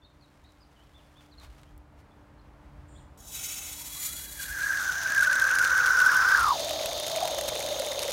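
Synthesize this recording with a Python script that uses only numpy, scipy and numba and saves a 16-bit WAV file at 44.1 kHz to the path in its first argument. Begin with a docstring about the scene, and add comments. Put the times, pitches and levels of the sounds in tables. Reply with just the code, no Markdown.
"""A quiet yard: distant rumble, a machine hum, small birds and a brief rustle. Then a garden standpipe
is turned on. Air hisses out through the flow valve and rings the metal pipe. Water follows, its
turbulence driving a resonance that squeals in uneven surges, then drops to a low whistle as the line
runs full. The stream breaks into blobs that splatter on dry ground."""
import sys
import numpy as np
from scipy import signal
from scipy.fft import rfft, irfft
from scipy.io import wavfile
from scipy.ndimage import uniform_filter1d
from numba import njit

SR = 44100
rng = np.random.default_rng(int(sys.argv[2]) if len(sys.argv) > 2 else 0)


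def int16_out(signal):
    """Quantize to a 16-bit WAV file."""
    q = np.round(np.clip(np.atleast_2d(signal).T, -1, 1) * 32767)
    wavfile.write(sys.argv[1], SR, q.astype(np.int16))


N = 358091
T = np.arange(N) / SR

CRACK_S, OPEN_S = 3.175, 3.368  # valve cracks, is open
ARRIVE_S, STREAM_S = 4.19, 4.84  # water reaches the spout, streams
PURGE_S, FULL_S = 6.36, 6.57  # last air leaves, pipe is full


def undb(db):
    """Decibels to gain."""
    return 10 ** (np.asarray(db) / 20)


def unit(x):
    """Scale to rms 1."""
    return x / np.sqrt(np.mean(np.abs(x) ** 2))


def ramp(start_s, end_s):
    """Linear rise from 0 to 1, held at both ends."""
    return np.clip((T - start_s) / max(end_s - start_s, 1 / SR), 0, 1)


def swell(centre_s, half_width_s):
    """Gaussian bump of height 1."""
    return np.exp(-((T - centre_s) / half_width_s) ** 2)


def blend(a, b, share):
    """From a to b as share goes from 0 to 1."""
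    return a + (b - a) * share


def curve(points):
    """Interpolate (time_s, value) points at every sample."""
    return np.interp(T, *np.transpose(points))


def noise():
    """White noise."""
    return rng.standard_normal(N)


def walk(rate_hz):
    """Smooth random drift up to about rate_hz; rms 1."""
    lowpass = np.exp(-(np.fft.rfftfreq(N, 1 / SR) / rate_hz) ** 2)
    return unit(irfft(rfft(noise()) * lowpass, N))


def colour(x, spectrum):
    """Minimum-phase filter through (freq_hz, gain_db) points; output rms 1."""
    hz, db = np.transpose(spectrum)
    size = 4096
    bin_db = np.interp(np.log(np.fft.rfftfreq(size, 1 / SR) + 1), np.log(hz), db)
    cepstrum = irfft(np.log(undb(bin_db)))
    cepstrum[1:size // 2] *= 2
    cepstrum[size // 2 + 1:] = 0
    impulse = irfft(np.exp(rfft(cepstrum)))
    return unit(signal.fftconvolve(x, impulse)[:N])


@njit
def svf(x, g, k):
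    """State-variable band-pass with tuning g and damping k; gain 1 at the centre."""
    y, band_state, low_state = np.empty(len(x)), 0., 0.
    for i in range(len(x)):
        v = (band_state + g[i] * (x[i] + 1e-18 - low_state)) / (1 + g[i] * (g[i] + k[i]))
        band_state = 2 * v - band_state
        low_state += 2 * g[i] * v
        y[i] = k[i] * v
    return y


def band(x, hz, width_hz):
    """One resonance; centre and width may move."""
    ones = np.ones(len(x))
    return svf(x, np.tan(np.pi * hz / SR) * ones, width_hz / hz * ones)


def narrow_noise(hz, width_hz):
    """Turbulence through the same resonance twice, at constant power."""
    once = band(noise(), hz, width_hz)
    return unit(band(once, hz, width_hz) / np.sqrt(width_hz))


def ring(drive, modes):
    """Resonances, each stirred by its own turbulence under a common drive."""
    return unit(sum(undb(db) * band(drive * noise(), hz, width_hz) for hz, width_hz, db in modes))


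# Rumble spectrum: freq_hz, gain_db
RUMBLE_SPECTRUM = [(20, -20), (40, -5), (60, 0.5), (100, -9), (200, -14.5), (400, -20.5), (900, -19.5),
                   (1600, -26.5), (3000, -37), (5000, -43.5), (16000, -55)]
# Machine hum lines: pitch_hz, gain_db
HUM_LINES = [(55, -71), (70, -60.5), (140, -62.5), (296, -62), (592, -69.5)]


def yard(quiet_db=-58.5, steady_db=-52.5):
    """Distant rumble and a wavering machine hum grow together, then hold."""
    db = blend(quiet_db, steady_db, ramp(.7, 2.76))
    hum = sum(undb(gain_db + 2.2 * walk(3.9)) * np.sin(2 * np.pi * hz * T + 1.05 * walk(2.4))
              for hz, gain_db in HUM_LINES)
    rumble = colour(noise(), RUMBLE_SPECTRUM) * undb(db + 0.47 * walk(8))
    return rumble + hum * undb(db - steady_db + 1)


# Low thuds: centre_s, half_width_s, level_db
THUD_SWELLS = [(1.477, 0.095, -50), (1.78, 0.11, -52.5), (2.852, 0.34, -50.5), (4.53, 0.045, -47.5),
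               (6.418, 0.06, -39)]


def thuds():
    """Soft low swells of rumble."""
    return sum(narrow_noise(55, 39) * swell(s, width_s) * undb(db) for s, width_s, db in THUD_SWELLS)


# Bird chirps: start_s, length_s, start_hz, middle_hz, end_hz, level_db
BIRD_CHIRPS = [(0.016, 0.062, 3560, 3650, 4070, -63), (0.03, 0.047, 4550, 4230, 3650, -66),
               (0.204, 0.06, 4760, 4100, 3550, -65), (0.433, 0.077, 3560, 3970, 3820, -65),
               (0.453, .035, 4200, 4370, 4200, -69), (.6, 0.054, 4700, 4900, 3280, -65),
               (.75, 0.091, 3350, 2940, 3520, -67), (0.934, 0.074, 3250, 3530, 2720, -61.5),
               (1.148, .075, 2900, 3580, 2820, -61), (1.311, 0.038, 4800, 4080, 3700, -61),
               (1.374, 0.055, 4270, 4100, 3240, -59), (1.65, 0.047, 2550, 3100, 3230, -71),
               (2.105, .03, 3400, 3480, 3600, -72), (2.38, .045, 4700, 4200, 5500, -72),
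               (2.94, .048, 3580, 3400, 4450, -67), (2.977, .04, 4440, 3400, 2900, -68)]


def birds(rough_db=4, echo_db=-5, echo_decay_s=0.066, warble=.012):
    """Quick arched chirps and one thin buzzing call, scattered by wall and trees."""
    chirps, tremble = np.zeros(N), walk(330)
    for start_s, length_s, *arch_hz, db in BIRD_CHIRPS:
        u = np.linspace(0, 1, int(length_s * SR))
        hz = np.polyval(np.polyfit([0, .5, 1], arch_hz, 2), u) * (1 + warble * tremble[:len(u)])
        envelope = undb(db) * np.sqrt(np.abs(np.sin(np.pi * u)))
        i = int(start_s * SR)
        chirps[i:i + len(u)] += envelope * np.sin(2 * np.pi * np.cumsum(hz) / SR)
    buzz_db = curve([(2.87, -110), (2.885, -67), (2.95, -67), (3.03, -71), (3.05, -95), (3.15, -110)])
    buzz = colour(noise(), [(6000, -60), (6750, -26), (7100, -2), (7600, -15), (8600, -9),
                            (9200, -26), (10000, -48)])
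    calls = chirps * undb(rough_db * walk(200)) + buzz * undb(buzz_db)
    tail = noise() * np.exp(-T / echo_decay_s)
    echo = signal.fftconvolve(calls, tail / np.sqrt(np.sum(tail ** 2)))[:N]
    return calls + undb(echo_db) * echo


# Rustle swells: centre_s, half_width_s, level_db
RUSTLE_SWELLS = [(0.344, 0.31, -69.5), (1.01, 0.59, -66.5), (1.23, 0.039, -62.5), (1.436, 0.03, -53.5),
                 (1.54, 0.19, -65), (2, .022, -66)]
# Rustle spectrum: freq_hz, gain_db
RUSTLE_SPECTRUM = [(40, 10), (200, 0.5), (1200, 9), (3000, 3), (7000, -4), (11000, -8.5), (15500, -13)]
# Dry ticks: start_s, peak_db, centre_hz
DRY_TICKS = [(.44, -54, 4500), (.521, -54, 6000), (1.399, -44, 4000), (1.445, -53, 3500),
             (1.615, -56, 9000), (1.633, -44, 1860), (1.778, -49, 12000)]


def rustle(tick_decay_s=.0018):
    """A soft dry rustle with a few sharper ticks."""
    stir = np.sqrt(sum((undb(db) * swell(s, width_s)) ** 2 for s, width_s, db in RUSTLE_SWELLS))
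    out = colour(noise() * undb(2 * walk(150)), RUSTLE_SPECTRUM) * stir
    t = T[:SR // 20]
    for start_s, peak_db, hz in DRY_TICKS:
        tick = band(rng.standard_normal(len(t)) * np.exp(-t / tick_decay_s), hz, 0.87 * hz)
        i = int(start_s * SR)
        out[i:i + len(t)] += undb(peak_db) * tick / np.abs(tick).max()
    return out


# Heaviest blobs landing: time_s
HARD_SLAPS_S = [5.231, 5.33, 6.168, 6.859, 7.161, 7.411, 7.49, 7.992]


def slap_envelope(rate_hz=72, spread_db=4, decay_s=0.0019, hard_db=15):
    """The stream breaks into blobs that land at uneven intervals."""
    gap_draw, size_draw = rng.random((1200, 2)).T
    at = (np.cumsum(.15 - .85 * np.log(gap_draw)) * SR / rate_hz).astype(int)
    size = undb(spread_db * np.sqrt(12) * size_draw)
    energy = np.bincount(at[at < N], size[at < N] ** 2, N)
    energy[(np.array(HARD_SLAPS_S) * SR).astype(int)] += undb(hard_db) ** 2
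    power = signal.lfilter([1], [1, -np.exp(-2 / (decay_s * SR))], energy)
    return unit(np.sqrt(power))


def plinks(count=1000, lowest_hz=1900):
    """Tiny trapped bubbles ring briefly, rising in pitch."""
    out, t = np.zeros(N), T[:SR // 50]
    for when, pitch, size in rng.random((count, 3)):
        cycles = lowest_hz * 2.5 ** pitch * t * (1 + 4 * t)
        i = int(when * (N - len(t)))
        out[i:i + len(t)] += undb(20 * size) * np.exp(-cycles / 3) * np.sin(2 * np.pi * cycles)
    return unit(out)


# Splat spectrum: freq_hz, gain_db
SPLAT_SPECTRUM = [(200, -4.5), (700, -5.5), (2500, 2), (5000, 4), (8000, 0.5), (9200, 3), (10800, -2.5),
                  (13500, -2), (16000, -23)]


def splatter(level_db=-40, plink_gain_db=-7, rise_s=1.34, lull_db=-2):
    """Blobs slap dry ground and trap bubbles, softening briefly as the strands merge into one stream."""
    spray = undb(1.5 * walk(3000))
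    splat = colour(noise() * slap_envelope() * spray, SPLAT_SPECTRUM)
    landing = ramp(ARRIVE_S, ARRIVE_S + rise_s) * undb(level_db + lull_db * swell(6.7, .5))
    return (splat + undb(plink_gain_db) * plinks()) * landing


# Pipe rush spectrum: freq_hz, gain_db
RUSH_SPECTRUM = [(100, -18), (250, -1), (450, -4.5), (900, 6.5), (1700, 0.5), (2500, -2.5), (4500, 2),
                 (6600, 7), (8000, -6.5), (9300, -1), (10800, -5.5), (13500, -4), (16000, -5)]
# Full-pipe modes: freq_hz, width_hz, gain_db
FULL_PIPE_MODES = [(119, 21, -3), (242, 29, -8), (360, 77, -3.5), (3637, 150, 5.5), (4000, 420, -3.5),
                   (3180, 310, -3.5), (6460, 64, 3)]


def water(rush_db=-42, sizzle_db=-43.5, part_full_db=-53, full_db=-38.5, strain_db=3):
    """Bubbly flow rushes in the pipe and rings it; the valve's sizzle deepens as the stream gathers."""
    stream = ramp(ARRIVE_S, STREAM_S) ** 1.6
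    gathered = ramp(5.5, FULL_S) ** 2
    strain = undb(strain_db * swell(6.13, 0.49))  # forcing out the last air
    churn = undb(1.07 * walk(95))
    flow = stream * strain * churn
    rush = colour(noise() * churn, RUSH_SPECTRUM) * stream * strain * undb(rush_db)
    sizzle = narrow_noise(hz=blend(6080, 4370, gathered), width_hz=blend(1400, 2000, np.sqrt(gathered)))
    sizzle *= flow * undb(sizzle_db) * (1 - ramp(6.89, 7.83))
    ringing = ring(undb(2 * walk(160)), FULL_PIPE_MODES)
    ringing *= stream * undb(blend(part_full_db, full_db, gathered ** 2))
    return rush + sizzle + ringing


def filling(start_hz=1150, end_hz=480, settle_s=0.4, note_db=-52.5, fundamental_db=-60):
    """The spout's hollow fifth harmonic sinks and settles over its fundamental until the pipe is full."""
    hz = blend(end_hz, start_hz, np.exp(-np.maximum(T - 4.55, 0) / settle_s))
    note = narrow_noise(hz, 97) * undb(note_db) + narrow_noise(hz / 5, 24) * undb(fundamental_db)
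    return note * ramp(4.56, 5.15) * (1 - ramp(PURGE_S, FULL_S))


# Air spurts and chokes: centre_s, half_width_s, gain_db
AIR_SPURTS = [(3.43, 0.17, 6), (3.69, 0.033, 5), (4.042, 0.061, 10), (4.148, 0.074, 2), (4.33, 0.05, -4),
              (4.426, 0.019, 7.5), (4.64, 0.072, 5)]


def air_flow(crack_db=-55, open_db=-39.5, fade_db_per_s=68):
    """Gains in dB of the hiss and its top octave: it opens, spurts, brightens with spray and drowns."""
    db = blend(crack_db, open_db, ramp(CRACK_S, OPEN_S) ** 1.6)
    db -= fade_db_per_s * np.maximum(T - STREAM_S, 0)
    db += sum(gain_db * swell(s, width_s) for s, width_s, gain_db in AIR_SPURTS)
    top_db = curve([(3.73, -2.5), (3.77, -0.5), (4.53, -0.5), (4.625, -4.5)])  # dry, spray, muffled
    return db, top_db


# Valve jet spectrum: freq_hz, gain_db
JET_SPECTRUM = [(600, -32), (1300, -13), (2200, -7.5), (3500, -6), (5000, -7.5), (6800, -3.5), (8600, -6),
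                (10000, -6), (14000, -3.5), (16000, -8)]
# Air modes, empty pipe: freq_hz, width_hz, gain_db
EMPTY_PIPE_MODES = [(2140, 16, -5), (2650, 16, -3), (3370, 19, -2.5), (3880, 35, -1.5), (4560, 87, -20),
                    (5490, 15, 2), (6260, 21, 4), (6680, 41, 2.5), (6620, 36, -9), (7240, 47, 0),
                    (7760, 130, -4), (7800, 48, -8), (9630, 160, -1)]
# Air modes, water advancing: freq_hz, width_hz, gain_db
WET_PIPE_MODES = [(3357, 14, 6.5), (3936, 28, 0.5), (5300, 26, -23), (7050, 14, 7), (6840, 100, -5),
                  (7730, 58, -0.5), (9100, 44, -17), (9620, 110, 1), (10220, 57, -3), (11500, 43, 1),
                  (11700, 62, -6), (13000, 89, 2.5)]


def air(ring_gain_db=-3, flutter_db=1.8, scatter_s=.005):
    """The valve jet hisses through the pipe's many modes, which change as water advances."""
    db, top_db = air_flow()
    decay = np.exp(-T[:SR // 10] / scatter_s)
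    advance = ramp(3.65, 4)
    hiss = 0
    for modes, share in ((EMPTY_PIPE_MODES, 1 - advance), (WET_PIPE_MODES, advance)):
        # scattered reflections make dense weak modes; water damps the strong ones
        jet = signal.fftconvolve(noise(), rng.standard_normal(len(decay)) * decay)[:N]
        ringing = ring(1, modes) * undb(ring_gain_db) * (1 - ramp(4.39, 4.65))
        hiss += np.sqrt(share / 2) * (colour(jet, JET_SPECTRUM) + ringing)
    top = signal.sosfiltfilt(signal.butter(2, 9000, "high", fs=SR, output="sos"), hiss)
    low = signal.sosfiltfilt(signal.butter(4, 2700, fs=SR, output="sos"), hiss)
    hiss -= low * (1 - ramp(3.27, 3.37))  # no low hiss from a barely open valve
    hiss += (undb(top_db) - 1) * top
    return hiss * undb(db + flutter_db * walk(38))


# Squeal strength: time_s, gain_db
SQUEAL_CURVE = [(4.34, -66), (4.41, -39), (4.42, -46.5), (4.65, -27), (4.99, -31.5), (5.22, -23),
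                (5.52, -23.5), (6.05, -21), (6.5, -22)]
# Air pockets bending the whistle: centre_s, half_width_s, bend_hz, gain_db
AIR_POCKETS = [(4.899, 0.076, -85, 0.5), (7.04, 0.064, -7, -3), (7.229, 0.092, 82, 5)]


def whistle_flow(start_hz=726, squeal_hz=1627.5, low_hz=634, low_db=-36.3,
                 squeal_sag_hz_per_s=67, low_sag_hz_per_s=45, climb_db_per_s=13.5):
    """Whistle pitch, whistle level and gargle level as water displaces the air."""
    purged = ramp(PURGE_S, FULL_S) ** 1.92
    # the air column shortens steadily; pitch goes as 1 / length
    high_hz = 1 / blend(1 / start_hz, 1 / squeal_hz, ramp(3.5, 4.24))
    high_hz -= squeal_sag_hz_per_s * np.maximum(T - ARRIVE_S, 0)
    hz = blend(high_hz, low_hz - low_sag_hz_per_s * (T - FULL_S), purged)
    climb_db = -56.5 + climb_db_per_s * np.minimum(T - ARRIVE_S, 0)
    squeal_db = curve(SQUEAL_CURVE) - 0.65
    high_db = np.where(T < ARRIVE_S, climb_db, np.maximum(climb_db, squeal_db))
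    db = blend(high_db, low_db, purged ** 2)
    for centre_s, width_s, bend_hz, gain_db in AIR_POCKETS:
        pocket = swell(centre_s, width_s)
        hz += bend_hz * pocket
        db += gain_db * pocket
    gargle_gain_db = blend(-22.5, -8.5, ramp(ARRIVE_S, PURGE_S))
    gargle_gain_db = blend(gargle_gain_db, -18, purged ** 2)
    return hz, db, db + gargle_gain_db


# Clean whistle surges: centre_s, level_db, length_s, pitch_hz
WHISTLE_SURGES = [(4.402, -34.5, .007, 1620), (4.643, -25, 0.016, 1647), (4.707, -21.5, 0.0076, 1584),
                  (4.897, -21, 0.0062, 1494), (5.061, -22.5, 0.0057, 1520), (5.183, -17.5, .01, 1593),
                  (5.207, -18, 0.011, 1600), (5.228, -16, 0.0069, 1485), (5.278, -18.5, 0.014, 1485),
                  (5.425, -16, 0.0077, 1563), (5.615, -16, 0.0052, 1470), (5.908, -14.5, .0043, 1480),
                  (5.952, -19.5, .0086, 1526), (6.022, -14.5, 0.01, 1484), (6.068, -12.5, 0.01, 1512),
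                  (6.094, -15, 0.0048, 1590), (6.324, -16, 0.0096, 1580), (6.35, -10.5, .0025, 1580),
                  (6.509, -16, 0.0044, 1140), (7.175, -25.5, 0.013, 640), (7.23, -21, 0.0057, 722),
                  (7.724, -27.5, 0.014, 586), (7.805, -25, 0.0098, 564)]


def whistle(wander=0.023, glug_db=3.5):
    """Turbulent flow drives one resonance that warbles, gargles and locks into brief clean surges."""
    hz, db, gargle_db = whistle_flow()
    tone = narrow_noise(hz * (1 + wander * walk(25)), 105 + 0.03 * hz)
    power = uniform_filter1d(tone ** 2, SR // 100)
    tone = unit(tone / (power + .1) ** .16)  # strong swings limit themselves
    fullness = np.interp(hz, [700, 1400], [1, 0])
    spill = narrow_noise(1.207 * hz, 450) * undb(-24 + 15 * fullness)  # turbulence above the pitch
    glug = undb(glug_db * fullness * np.tanh(narrow_noise(26, 14)))  # air pockets in the full pipe
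    tone = (tone + spill) * glug * undb(db)
    for centre_s, surge_db, length_s, surge_hz in WHISTLE_SURGES:
        near = np.abs(T - centre_s) < 3 * length_s
        t = T[near] - centre_s
        lock = np.exp(-(t / (0.72 * length_s)) ** 2)
        clean = np.sqrt(2) * undb(surge_db) * np.sin(2 * np.pi * (surge_hz * t + rng.random()))
        tone[near] = blend(tone[near], clean, lock)
    gargle = narrow_noise(0.82 * hz, 160 + 0.22 * hz) * undb(gargle_db + 2 * walk(61))
    return tone + gargle


def scene():
    """Mono mix beside the pipe, which is silent until the valve cracks."""
    pipe = (air() + whistle() + water() + splatter() + filling()) * (T > CRACK_S)
    return (pipe + thuds() + birds() + rustle() + yard())[None]


def record(dry):
    """Band-limit to 36 Hz - 15.8 kHz."""
    dry = signal.sosfilt(signal.butter(2, 36, "high", fs=SR, output="sos"), dry)
    return signal.sosfilt(signal.ellip(10, .2, 80, 15800, fs=SR, output="sos"), dry)


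dry = scene()
out = record(dry)
int16_out(out)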